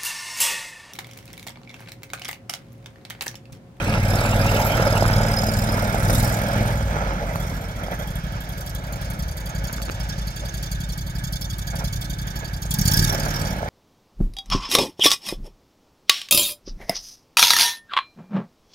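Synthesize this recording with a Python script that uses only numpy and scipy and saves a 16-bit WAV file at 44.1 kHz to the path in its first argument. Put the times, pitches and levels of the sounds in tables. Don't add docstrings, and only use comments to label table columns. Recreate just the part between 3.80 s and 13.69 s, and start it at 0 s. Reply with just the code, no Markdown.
import sys
import numpy as np
from scipy import signal
from scipy.fft import rfft, irfft, next_fast_len
from scipy.io import wavfile
from scipy.ndimage import uniform_filter1d, map_coordinates

SR = 44100
rng = np.random.default_rng(int(sys.argv[2]) if len(sys.argv) > 2 else 0)


def field_ratio(decibels):
    return 10 ** (np.asarray(decibels, dtype=float) / 20)


def put_to_file(sound):
    columns = np.atleast_2d(sound).T
    safe = np.clip(columns, -1, 1)
    whole_steps = np.round(safe * 32767)
    wavfile.write(sys.argv[1], SR, whole_steps.astype(np.int16))


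N = 436149


def unit(x):
    return x / np.sqrt(np.mean(x ** 2) + 1e-20)


def along(points, hz):
    f, v = np.transpose(points)
    return np.interp(np.log(hz + 1), np.log(f + 1), v)


def curves(rows):
    s, *columns = np.transpose(rows)
    return [np.interp(np.arange(N) / SR, s, column) for column in columns]


def wobble(rate):
    return map_coordinates(rng.standard_normal(400), [np.arange(N) * rate / SR], mode="wrap")


def bell(s, length):
    return np.exp(-((np.arange(N) / SR - s) / length) ** 2)


def bells(rows):
    return sum(db * bell(s, length) for s, db, length in rows)


def swells(rows):
    return sum(field_ratio(db) * bell(s, length) for s, db, length in rows)


def filtered(x, response):
    m = next_fast_len(N + SR // 2)
    return irfft(rfft(x, m) * response(np.fft.rfftfreq(m, 1 / SR)), m)[..., :N]


def modes(rows, lowest=1):
    def response(f):
        total = 0
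        for k, (centre, width, db) in enumerate(rows):
            sign = lowest if k == 0 else 1
            total = total + sign * field_ratio(db) * 1j * f * width / (centre ** 2 - f * f + 1j * f * width)
        return total
    return response


def noise(patchy_db):
    z = signal.stft(rng.standard_normal((2, N)), nperseg=512)[2]
    field = uniform_filter1d(rng.standard_normal(z.shape[1:]), size=5, axis=0)
    field = uniform_filter1d(field, size=6, axis=1)
    return signal.istft(z * field_ratio(patchy_db * unit(field)), nperseg=512)[1][:, :N]


# (frequency [Hz], coherence [0-1])
COHERENCE = [(60, .99), (200, .97), (380, .86), (600, .94), (1000, .75), (2000, .55), (5000, .5),
             (9000, .35), (15000, .4)]


def spread(pair, response):
    def mid_side(hz):
        turn = np.arccos(np.clip(along(COHERENCE, hz), 0, 1)) / 2
        return response(hz) * np.array([np.cos(turn), np.sin(turn)])
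    mid, side = filtered(pair, mid_side)
    return unit(np.array([mid + side, mid - side]))


def steady(x, seconds):
    power = uniform_filter1d(np.mean(np.atleast_2d(x) ** 2, 0), int(seconds * SR))
    return x / np.sqrt(np.abs(power) + 1e-12)


# (time [s], pitch [Hz], level [dB])
FAR_HUM = [(0, 51.6, -35), (2.8, 51.4, -34), (3.8, 50.4, -33.5), (8.95, 50.4, -34), (9.15, 50.4, -42),
           (9.89, 50.4, -43)]
# (frequency [Hz], density [dB per Hz])
RUMBLE_SPECTRUM = [(12, -54), (25, -29.5), (40, -34.5), (60, -2), (100, 4.5), (160, -12.5), (220, -14),
                   (330, -17), (480, -32), (780, -79), (1300, -120)]
# (frequency [Hz], density [dB per Hz])
AIR_SPECTRUM = [(1470, -35), (2500, -16), (6500, 19), (8400, -53), (12400, -21), (16000, -2)]


def yard():
    hz, level_db = curves(FAR_HUM)
    level = field_ratio(level_db + 3 + 1.6 * wobble(3))
    hum = level * np.sin(2 * np.pi * np.cumsum(hz + .2 * wobble(4)) / SR)
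    t = np.arange(N) / SR - 5.48
    boom = field_ratio(-25.0) * np.exp(-(t / 0.0713) ** 2) * np.sin(2 * np.pi * 75 * t)
    rumble = field_ratio(-35.5 + 1.5 * wobble(5)) * spread(noise(patchy_db=1.5), lambda f: field_ratio(along(RUMBLE_SPECTRUM, f)))
    air = field_ratio(-61.0) * spread(noise(patchy_db=1.2), lambda f: field_ratio(along(AIR_SPECTRUM, f)))
    return hum + boom + rumble + air


# (time [s], level [dB], length [s])
SLIDES = [(.7, -39, 0.1569), (4.55, -49.5, -0.3606), (5.24, -44.5, 0.0719), (6.45, -46, 0.6337)]
# (frequency [Hz], width [Hz], level [dB])
SNOW_MODES = [(5000.3, 1157, -2), (2755.4, 1638, -5)]
# (time [s], level [dB], length [s], centre [Hz], width [Hz])
GRIT = [(0.10136, -34, 0.1885, 2358.4, 619), (.8, -38.5, 0.1671, 12969, 4330),
        (0.7553, -33, 0.5154, 2447.4, 1010.7)]


def slides():
    out = swells(SLIDES) * spread(noise(patchy_db=1.5), lambda f: modes(SNOW_MODES)(f) / (1 + (f / 7500) ** 4))
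    for s, db, length, centre, width in GRIT:
        spray = spread(noise(patchy_db=7.5), lambda f: modes([(centre, width, 0)])(f) ** 2)
        out = out + swells([(s, db, length)]) * spray
    return out


# (time [s], level [dB])
GROUND_SPEED = [(0, -27), (.4, -21.5), (.7, -22.5), (1.3, -23.5), (1.75, -27.5), (2.1, -26), (2.85, -24),
                (3.05, -34.5), (3.18, -25.5), (3.7, -34.5), (4.5, -40), (6.1, -39), (6.9, -46.5),
                (9.2, -46), (9.4, -36.5), (9.89, -30.5)]
# (time [s], level over the rolling [dB], length [s])
LUMPS = [(0.158, 3.5, 0.023), (0.225, -6.5, 0.0699), (.5, -1.5, 0.125), (1.03, 3, 0.0575),
         (2.13, -1, 0.062), (2.302, 8, 0.00694), (2.52, -1.5, 0.202), (4.02, 5, 0.0373),
         (4.124, 8.5, 0.02361), (4.214, 5.5, 0.02393), (4.569, 3.5, 0.0324), (4.675, 5.5, 0.01473),
         (4.772, 1.5, 0.0233), (4.909, -3, 0.0582), (5.131, 3.5, 0.04276), (6.64, 9.5, 0.02045),
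         (6.831, 4.5, 0.0378), (7.943, 15, 0.01643), (8.019, 13.5, 0.03518), (8.63, 10.5, 0.0225),
         (9.328, 13, 0.06152), (9.456, 7, 0.0541)]


def rolling():
    return curves(GROUND_SPEED)[0] + 0.8312 * wobble(9) + bells(LUMPS)


# (frequency [Hz], density [dB per Hz])
CRUNCH_SPECTRUM = [(60, -16), (180, 7), (300, -1.5), (371, -5), (554, 1.5), (871, -1), (1120, -9),
                   (1350, -1), (1850, -10.5), (2200, -6.5), (2860, -20.5), (4120, -23), (5160, -24),
                   (6000, -17.5), (7800, -41.5), (13200, -120)]
# (frequency [Hz], width [Hz], level [dB])
HULL_MODES = [(465, 8.406, -6), (558.55, 42.25, 0), (655.9, 85, -3.5), (846, 29.92, -5),
              (1375.5, 53.63, -5)]


def tyres():
    level_db = rolling()
    struck = rng.random(N) < 900 / SR
    grains = struck * field_ratio(3.882 * rng.exponential(size=N)) * field_ratio(7.092 * wobble(14))
    grains = unit(np.minimum(grains, 7)) * rng.standard_normal((2, N))
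    bed = spread(0.6064 * grains + noise(patchy_db=2.5),
                 lambda f: field_ratio(along(CRUNCH_SPECTRUM, f)) * (1 + modes(HULL_MODES)(f)))
    return field_ratio(level_db - 0.5) * steady(bed, 0.08976)


# (time [s], peak level [dB], centre [Hz])
SNAPS = [(0.14, -9.5, 2395), (.179, -13.5, 789.3), (.319, -19.5, 665), (.336, -12, 670), (.451, -13, 860),
         (.606, -12.5, 633.2), (.657, -11.5, 849), (.693, -19, 735.5), (.744, -13.5, 467.3),
         (.762, -15, 465), (.998, -11.5, 593), (1.1, -21, 662), (1.126, -15.5, 653), (1.224, -6.5, 690),
         (1.254, -11, 1405), (1.311, -20, 756.5), (1.35, -19, 599.3), (1.407, -13.5, 549.2),
         (1.418, -20.5, 1500), (1.497, -18.5, 529), (1.531, -27, 575.6), (1.562, -17.5, 764),
         (1.635, -14.5, 651.4), (1.686, -14, 643.1), (1.944, -17, 541), (1.98, -16.5, 645.6),
         (2.026, -16.5, 675), (2.145, -11, 698.8), (2.187, -19.5, 653.8), (2.343, -28.5, 544),
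         (2.446, -25, 536.4), (2.538, -28, 600), (2.702, -20, 646.5), (2.854, -19, 837), (3.558, -12, 1254),
         (4.084, -19, 690), (6.203, -28, 699.7), (7.93, -33, 700.5), (8.009, -22.5, 922),
         (8.022, -23.5, 830.2), (8.61, -28, 890), (8.629, -30, 654), (8.854, -27.5, 600),
         (9.098, -24, 569.3), (9.349, -15.5, 678.5), (9.83, -17.5, 678)]
# (time [s], peak level [dB], centre [Hz])
CRACKS = [(5.896, -23, 1300), (5.898, -20, 1100), (5.902, -23, 1300), (5.983, -19, 1250),
          (6.001, -20, 1200), (6.0186, -17, 2800), (6.0845, -18, 1000), (6.0925, -19, 2300),
          (6.098, -10.5, 1050), (6.0985, -20, 3000)]


def snaps():
    out, t = np.zeros((2, N + SR)), np.arange(SR // 30) / SR
    for rows, cycles, ahead in ((SNAPS, 9.223, 0), (CRACKS, 2.2, 7)):
        for (s, db, hz), grain in zip(rows, rng.standard_normal((len(rows), len(t)))):
            burst = 0.523 * 0.175 * grain * field_ratio(-60 * t / 0.00342) + (t == 0)
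            ring = np.sin(2 * np.pi * hz * t) * field_ratio(-60 * t * hz / cycles)
            knock = np.convolve(burst, ring)[:len(t)]
            knock = field_ratio(db) * knock / np.abs(knock).max()
            for port, way in enumerate((-1, 1)):
                out[port, round(s * SR) + way * ahead:][:len(t)] += knock
    return out[:, :N]


# (frequency [Hz], density [dB per Hz])
FAN_SPECTRUM = [(4000, -60), (7500, -10), (10000, -5), (12500, -2), (16000, 0)]


def fan(revs):
    return field_ratio(-59.5 + 8 * revs) * spread(noise(patchy_db=1.2), lambda f: field_ratio(along(FAN_SPECTRUM, f)))


# (frequency [Hz], width [Hz], level [dB])
BAY_MODES = [(306.48, 125.07, 4), (690, 54.3, 0), (858.28, 276.6, 3.5), (1266.7, 92.2, 8),
             (1522.1, 94.67, 11.5), (1646.9, 44.66, 14.5), (2208.6, 33.7, 10), (3049.5, 640.8, -2.5)]
# (time [s], level over the bay [dB], length [s])
JABS = [(9.0, -2.265, -0.7043), (9.18, -3.36, 0.0577)]
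# (frequency [Hz], width [Hz], level [dB])
BRACKET_MODES = [(853, 41.48, -0.15), (1647.2, 73.53, 0.43), (319.82, 74.76, -3.444)]


def engine_bay(flow):
    shake = (1 + 0.1584 * flow.sum(0)) * field_ratio(1.0426 * wobble(25))
    panels = spread(noise(patchy_db=1.0848) * shake, lambda f: modes(BAY_MODES)(f) / (1 + (f / 6500) ** 4))
    return steady(panels, 0.738) + swells(JABS) * spread(noise(patchy_db=4.5), modes(BRACKET_MODES))


# (time [s], rate [cycles per second])
REVS = [(0, 19.14), (.89, 19.63), (1, 19.33), (1.71, 19.74), (2.19, 19.32), (2.49, 21.25), (2.91, 20.59),
        (3.18, 18.27), (3.38, 15.36), (4.27, 12.16), (5.14, 11.292), (6.48, 10.99), (6.65, 11.32),
        (8.1, 11.71), (8.93, 11.33), (8.95, 13.23), (9.22, 19.74), (9.9, 16.74)]


def firings():
    rate, = curves(REVS)
    turned = -.39 + np.cumsum(rate) / SR
    marks = (np.arange(int(turned[-1]) + 1)[:, None] + [0, .368]).ravel()
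    at = np.searchsorted(turned, marks)
    inside = (at > 0) & (at < N)
    speed = uniform_filter1d(rate, size=6000)
    rise = uniform_filter1d(np.gradient(speed) * SR, size=4000)
    load = np.clip((speed - 12.5) / 6 + 0.01002 * rise, 0, 1)
    idle_rate, full_rate = 11.3, 20
    revs = (speed - idle_rate) / (full_rate - idle_rate)
    return at[inside], (np.arange(len(marks)) % 2)[inside], load, revs


# (time [s], level [dB], length [s])
OVERRUN = [(3.0, -24.5, 0.0864), (3.14, -25.5, 0.1002), (3.3, -23, 0.131)]


def overrun():
    return swells(OVERRUN) * np.sin(2 * np.pi * 3 * np.cumsum(curves(REVS)[0]) / SR)


# (frequency [Hz], width [Hz], level [dB])
PIPE_IDLE = [(36, 12, -9), (54, 13, -5), (100, 37, -19), (129, 13, -13.5), (157, 21, -12), (186, 14, -17)]
# (frequency [Hz], width [Hz], level [dB])
PIPE_LOAD = [(39.53, 4.097, 11.5), (62.03, 23.33, -11.5), (85.98, 14.76, 8.5), (94, 23.98, 5),
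             (114.42, 13.63, 4), (132.7, 6.38, -28.5), (155.7, 2.5, -6), (211.66, 24.22, 0.5)]
# (frequency [Hz], width [Hz], level [dB])
PIPE_BEHIND = [(39.12, 8.95, 8.5), (76.7, 9.837, 9), (94.766, 12.29, -2.5), (118.94, 11.13, 3.5),
               (148.07, 9.474, 2.5), (210.7, 23.15, -17.5)]
# (time [s], level over the pipe [dB], length [s])
BUZZING = [(1.8, -8, .45), (2.7, -10, .2), (8.99, -6, .035), (9.7, -13, .06)]
# (frequency [Hz], width [Hz], level [dB])
PANEL_MODE = [(207.68, 27.63, 0)]


def exhaust(at, cylinder, load, turned, luck):
    blows = np.bincount(at + 45, field_ratio(.9 * luck + cylinder * (3 * load[at] - 3)), N + 100)[:N]

    def soft(f, top_hz):
        silencer = -1 / (1 + (1j * f / top_hz) * 1.2 - (f / top_hz) ** 2)
        return silencer * (f / (f - 28j)) ** 2

    def hot(pipe):
        return unit(filtered(blows * load, lambda f: soft(f, top_hz=250) * modes(pipe)(f) / (1 + (f / 260) ** 6)))

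    idle = unit(filtered(blows * (1 - load),
                         lambda f: soft(f, top_hz=190) * modes(PIPE_IDLE, -1)(f) / (1 + (f / 205) ** 8)))
    pull = (1 - turned) * hot(PIPE_LOAD) + turned * hot(PIPE_BEHIND)
    buzz = swells(BUZZING) * unit(filtered(blows * load, lambda f: modes(PANEL_MODE)(f) ** 2))
    return steady(idle + 0.4705 * pull, 0.25) + buzz


def pipe_roar(load):
    return load * spread(noise(patchy_db=3.5), modes(PIPE_LOAD + [(69, 60, 19), (302, 360, -14)]))


def puffs(at, cylinder, load, luck):
    t = np.arange(SR // 10) / SR
    size = field_ratio((1.3 - .2 * load[at]) * luck + cylinder * (6 * load[at] - 3))
    kicks = np.array([np.bincount(at, size * (cylinder == k), N) for k in (0, 1)])

    def shape(hold):
        opening = 1 - np.exp(-(t / 0.0035) ** 1.5)
        return (opening * (np.exp(-(t / hold) ** 4) + .12 * np.exp(-t / .02)))[None]

    flow = signal.fftconvolve(kicks * (1 - load), shape(hold=0.0205))
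    flow = flow + signal.fftconvolve(kicks * load, shape(hold=0.012))
    return np.abs(flow[:, :N])


# (time [s], level [dB], length [s])
COASTING = [(3.4, -8, 0.3534), (4.5, -20, 0.674)]


def leakage(revs):
    return 0.06449 + 0.3133 * np.clip(revs, 0, 1) ** 2 + swells(COASTING)


# (frequency [Hz], density [dB per Hz])
HISS_AHEAD = [(1530, -51), (2600, -21), (3770, 2.5), (4100, -3.5), (5190, -5), (6570, -5), (7260, -6),
              (8640, -5), (11900, -3.5), (16000, -10)]
# (frequency [Hz], width [Hz], level [dB])
SHELLS_AHEAD = [(5103.7, 32.2, 9.9), (5388.5, 87.5, 8.17), (6425.6, 324, 1.49), (7287.9, 81.2, 1.973),
                (7773.2, 179.6, 2.716), (11429, 31.54, 0.7)]


def tailpipe_ahead(gas, flow, leak, turned):
    return spread(gas * (flow.sum(0) + 2 * leak) * np.sqrt(1 - turned),
                  lambda f: field_ratio(along(HISS_AHEAD, f)) * (1 + modes(SHELLS_AHEAD)(f)))


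# (frequency [Hz], density [dB per Hz])
HISS_BEHIND = [(1530, -52.5), (2600, -21.5), (3660, -1.5), (3900, -12.5), (4700, -2.5), (5110, -7.5),
               (6670, -7.5), (8450, -11.5), (13700, -8), (16000, -14.5)]
# (frequency [Hz], width [Hz], level [dB])
SHELLS = [
    [(3325.2, 61.4, 14.33), (4182.5, 24.22, 13.43), (4683.5, 46.84, 10.42), (5411, 32, 15.43),
     (6590, 566.4, 4.304), (10446, 43.6, 3.094), (12944, 189.7, 3.73)],
    [(4313.5, 49.2, 8.14), (3551.8, 30.77, 13.72), (5429.5, 317, 4.995), (6450, 1314, 10.024),
     (9099, 31.8, 7.22), (9986, 131.5, 2.393), (12607, 123.4, 1.3)],
]
# (frequency [Hz], width [Hz], level [dB])
SHELLS_SIDE = [(3338.2, 76.2, 24.5), (6549.8, 272.4, -1.5), (7310, 201.5, 8), (12557, 837, 10)]
# (frequency [Hz], width [Hz], level [dB])
SHELLS_HOT = [(4634, 35.74, -5.5), (5265.8, 89.6, 12.5), (5611.5, 95, 16), (6370.3, 174, -2),
              (12665, 346, -10)]


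def tailpipe_behind(gas, flow, leak, load, turned):
    def ring(gate, shell):
        return spread(gas * (gate + leak) * np.sqrt(turned),
                      lambda f: field_ratio(along(HISS_BEHIND, f)) * (1 + modes(shell)(f)))
    side = np.clip((0.92 - turned) / 0.0824, 0, 1)
    hot = np.clip(0.691 * load, 0, 1) * turned ** 4
    first = side * ring(flow[0], SHELLS_SIDE) + (1 - side) * ring(flow[0], SHELLS[0])
    cool = 0.6983 * first + 0.5114 * ring(flow[1], SHELLS[1])
    return (1 - hot) * cool + hot * ring(flow.sum(0), SHELLS_HOT)


# (time [s], level over the hiss [dB], length [s])
SINGING = [(.2, -10.5, -1.5421), (.8, -16.5, -0.5964), (1.5, -1.5, 0.3348), (2.08, -15, 1.52),
           (2.72, -7.5, -0.0026)]
# (frequency [Hz], width [Hz], level [dB])
SHIELD_MODES = [(5085.3, 78.9, 0), (7085.8, 87.6, -6.5)]


def heat_shield(gas, flow):
    return swells(SINGING) * spread(gas * flow.sum(0), modes(SHIELD_MODES))


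# (cylinder [0-1], start [Hz], rise [Hz], scatter [Hz])
WHISTLES = [(0, 4480, 260, 70), (0, 3240, 70, 35), (1, 3530, 70, 30), (1, 4780, 40, 60)]
# (time [s], then four levels over the hiss [dB])
WHISTLING = [(0, -40, -40, -40, -40), (3.7, -39.5, -30, -40, -40), (4.0, -30, -5, -30, -31.5),
             (4.6, -24, -7, -25, -25), (5.1, -34.5, -22, -19.5, -27), (5.9, -10.5, -14, -21.5, -10),
             (6.3, -6.5, -17.5, -7, -22.5), (8.0, -15, -17, -8, -18), (8.85, -8, -14.5, -18.5, -15),
             (8.95, -39.5, -39.5, -39.5, -42.5), (9.89, -40, -40, -40, -40)]


def whistles(at, cylinder):
    t = np.arange(SR // 25) / SR
    length_s, scatter_db = .012, 2.2
    envelope = (t / length_s) * np.exp(1 - (t / length_s) ** 1.6)
    out = np.zeros((len(WHISTLES), N + SR))
    for row, (k, hz, rise_hz, scatter_hz) in zip(out, WHISTLES):
        for start, (pitch, size) in zip(at[cylinder == k], rng.standard_normal((len(at), 2))):
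            glide = hz + scatter_hz * pitch + rise_hz * (1 - np.exp(-t / length_s))
            tone = np.sin(2 * np.pi * np.cumsum(glide) / SR)
            row[start:][:len(t)] += field_ratio(scatter_db * size) * envelope * tone
    mix = sum(field_ratio(db) * unit(row[:N]) for db, row in zip(curves(WHISTLING), out))
    return field_ratio(2.33 * wobble(180)) * mix


# (frequency [Hz], density [dB per Hz])
SPIT_SPECTRUM = [(3000, -42), (6000, -16), (8300, -6.5), (10000, -1.5), (12800, 3.5), (16000, -4)]
# (time [s], level over the hiss [dB])
SPITTING = [(0, -10), (1.2, -4), (2.5, -4), (2.88, -6), (3, -16), (3.9, -8), (4.3, -3), (5.4, -3),
            (6.2, -8), (8.88, -8), (8.95, -5), (9.3, -8), (9.89, -11)]
# (time [s], extra level [dB], length [s])
HARD_SPITS = [(3.338, 10.5, 0.0121), (3.56, 12, 0.01217), (4.276, 3.5, 0.0119), (4.472, 9, 0.01206),
              (4.526, 6, 0.01194), (4.693, 7, 0.0119), (4.896, 5.5, 0.01198), (4.951, 4, 0.01196),
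              (5.216, 3.5, 0.01191), (5.307, 5, 0.01203), (5.93, 6, 0.01204), (7.18, 6, .012),
              (7.527, 4, 0.01202), (7.958, 5, 0.01194), (8.472, 5.5, .012), (8.908, 0.5, 0.01183),
              (8.941, 5.5, 0.0118), (9.014, 5.5, 0.01177), (9.138, 3.5, 0.01182)]


def spits(at, cylinder, load, luck):
    t = np.arange(SR // 50) / SR
    kicks = np.bincount(at, field_ratio(2.8 * luck + cylinder * (4 * load[at] - 4)), N)
    decay = (1 - np.exp(-t / .0006)) * np.exp(-t / .003)
    gate = np.abs(signal.fftconvolve(kicks, decay)[:N])
    bright = spread(gate * rng.standard_normal((2, N)), lambda f: field_ratio(along(SPIT_SPECTRUM, f)))
    return field_ratio(curves(SPITTING)[0] + bells(HARD_SPITS)) * steady(bright, .4)


# (time [s], turn [0-1])
HEADING = [(0, 0), (2.85, 0), (3.0, .6), (5.8, 1), (9.89, 1)]
# (time [s], opening [0-1])
THROTTLE = [(0, 0.43), (.3, 0.61), (.82, 0.59), (.98, 0.47), (1.3, 0.57), (2.2, 0.56), (2.35, 0.89),
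            (2.62, 0.45), (2.8, 0.56), (3.3, 0.18), (4.3, 0.17), (5.4, 0.36), (8.885, 0.41), (8.915, 0.87),
            (9.2, 0.99), (9.36, 0.6), (9.68, 0.7), (9.83, 0.13)]
# (time [s], level over the thump [dB], length [s])
BARKS = [(.32, 3, 0.122), (1.25, 2, 0.1064), (2.42, 4, 0.1544), (2.8, 2, 0.0704), (3.12, -2.5, 0.1424),
         (9.0, 2.5, 0.04186), (9.07, 1.5, 0.0708), (9.32, -1, 0.0836), (9.6, -2, 0.2438)]


def engine():
    turned = np.clip(curves(HEADING)[0], 0, 1)
    throttle, = curves(THROTTLE)
    at, cylinder, load, revs = firings()
    load = np.maximum(load, np.clip((throttle - .47) / 0.6403, 0, 1))

    def level(shut_db, revs_db, open_db, sway_db):
        return shut_db + revs_db * revs + open_db * throttle + sway_db * wobble(5)

    thump_db = level(-34.5, 5.5, 9.5, 2)
    hiss_db = level(-55, 0.0577, 26.5, -2.2157)
    bay_db = level(-46, 7.5, 4.5, 1.5)

    luck = rng.standard_normal((len(at), 2))
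    thump = field_ratio(thump_db + bells(BARKS)) * exhaust(at, cylinder, load, turned, luck[:, 0])
    roar = field_ratio(thump_db - 12) * pipe_roar(load)
    flow = puffs(at, cylinder, load, luck[:, 1])
    gas, leak = noise(patchy_db=4.0), leakage(revs)
    jet = tailpipe_ahead(gas, flow, leak, turned) + tailpipe_behind(gas, flow, leak, load, turned)
    hiss = steady(jet, 0.46165) + whistles(at, cylinder) + heat_shield(gas, flow)
    hiss = hiss + spits(at, cylinder, load, luck[:, 1])
    bay = field_ratio(bay_db + 1.5 - 0.2978 * load) * engine_bay(flow)
    return fan(revs) + thump + roar + overrun() + field_ratio(hiss_db + 2.5) * hiss + bay


# (time [s], slip of each port toward the other [samples], left over right [dB])
BEARING = [(0, 4.5, .8), (1.2, 3.6, .2), (1.7, 1, .4), (3.4, .8, .2), (4.5, 0, 0), (5.3, -.3, .7),
           (6.8, -.4, .4), (8.6, -.2, -.3), (9.89, .4, -.2)]


def scene():
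    slip, pan_db = curves(BEARING)
    left, right = yard() + slides() + tyres() + snaps() + engine()

    def port(x, way):
        return field_ratio(way * pan_db / 2) * map_coordinates(x, [np.arange(N) - way * slip], mode="nearest")

    return np.array([port(left, 1), port(right, -1)])


def roll_off(x):
    return signal.sosfilt(signal.butter(12, 16490, fs=SR, output="sos"), x)


# (frequency [Hz], left minus right [dB])
PORT_COLOUR = [(100, -0.5), (700, -2), (1500, -7), (3000, -3.5), (5500, -6.5), (7500, -4), (9000, 10.5),
               (10500, 4), (12300, -4.5), (14000, -3.5), (15500, 10)]
# (frequency [Hz], phase [rad])
PORT_LEAD = [(0, .1), (200, .25), (380, .6), (600, .7), (950, 1.4), (1640, 4.2), (2330, 6.4), (5300, 14.5),
             (16500, 44)]


def record(dry):
    def ports(f):
        half = field_ratio(along(PORT_COLOUR, f) / 2) * np.exp(.5j * np.interp(f, *np.transpose(PORT_LEAD)))
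        return np.array([half, 1 / half]) * (f < 15800)
    return roll_off(filtered(dry, ports))


dry = scene()
out = record(dry)
put_to_file(out)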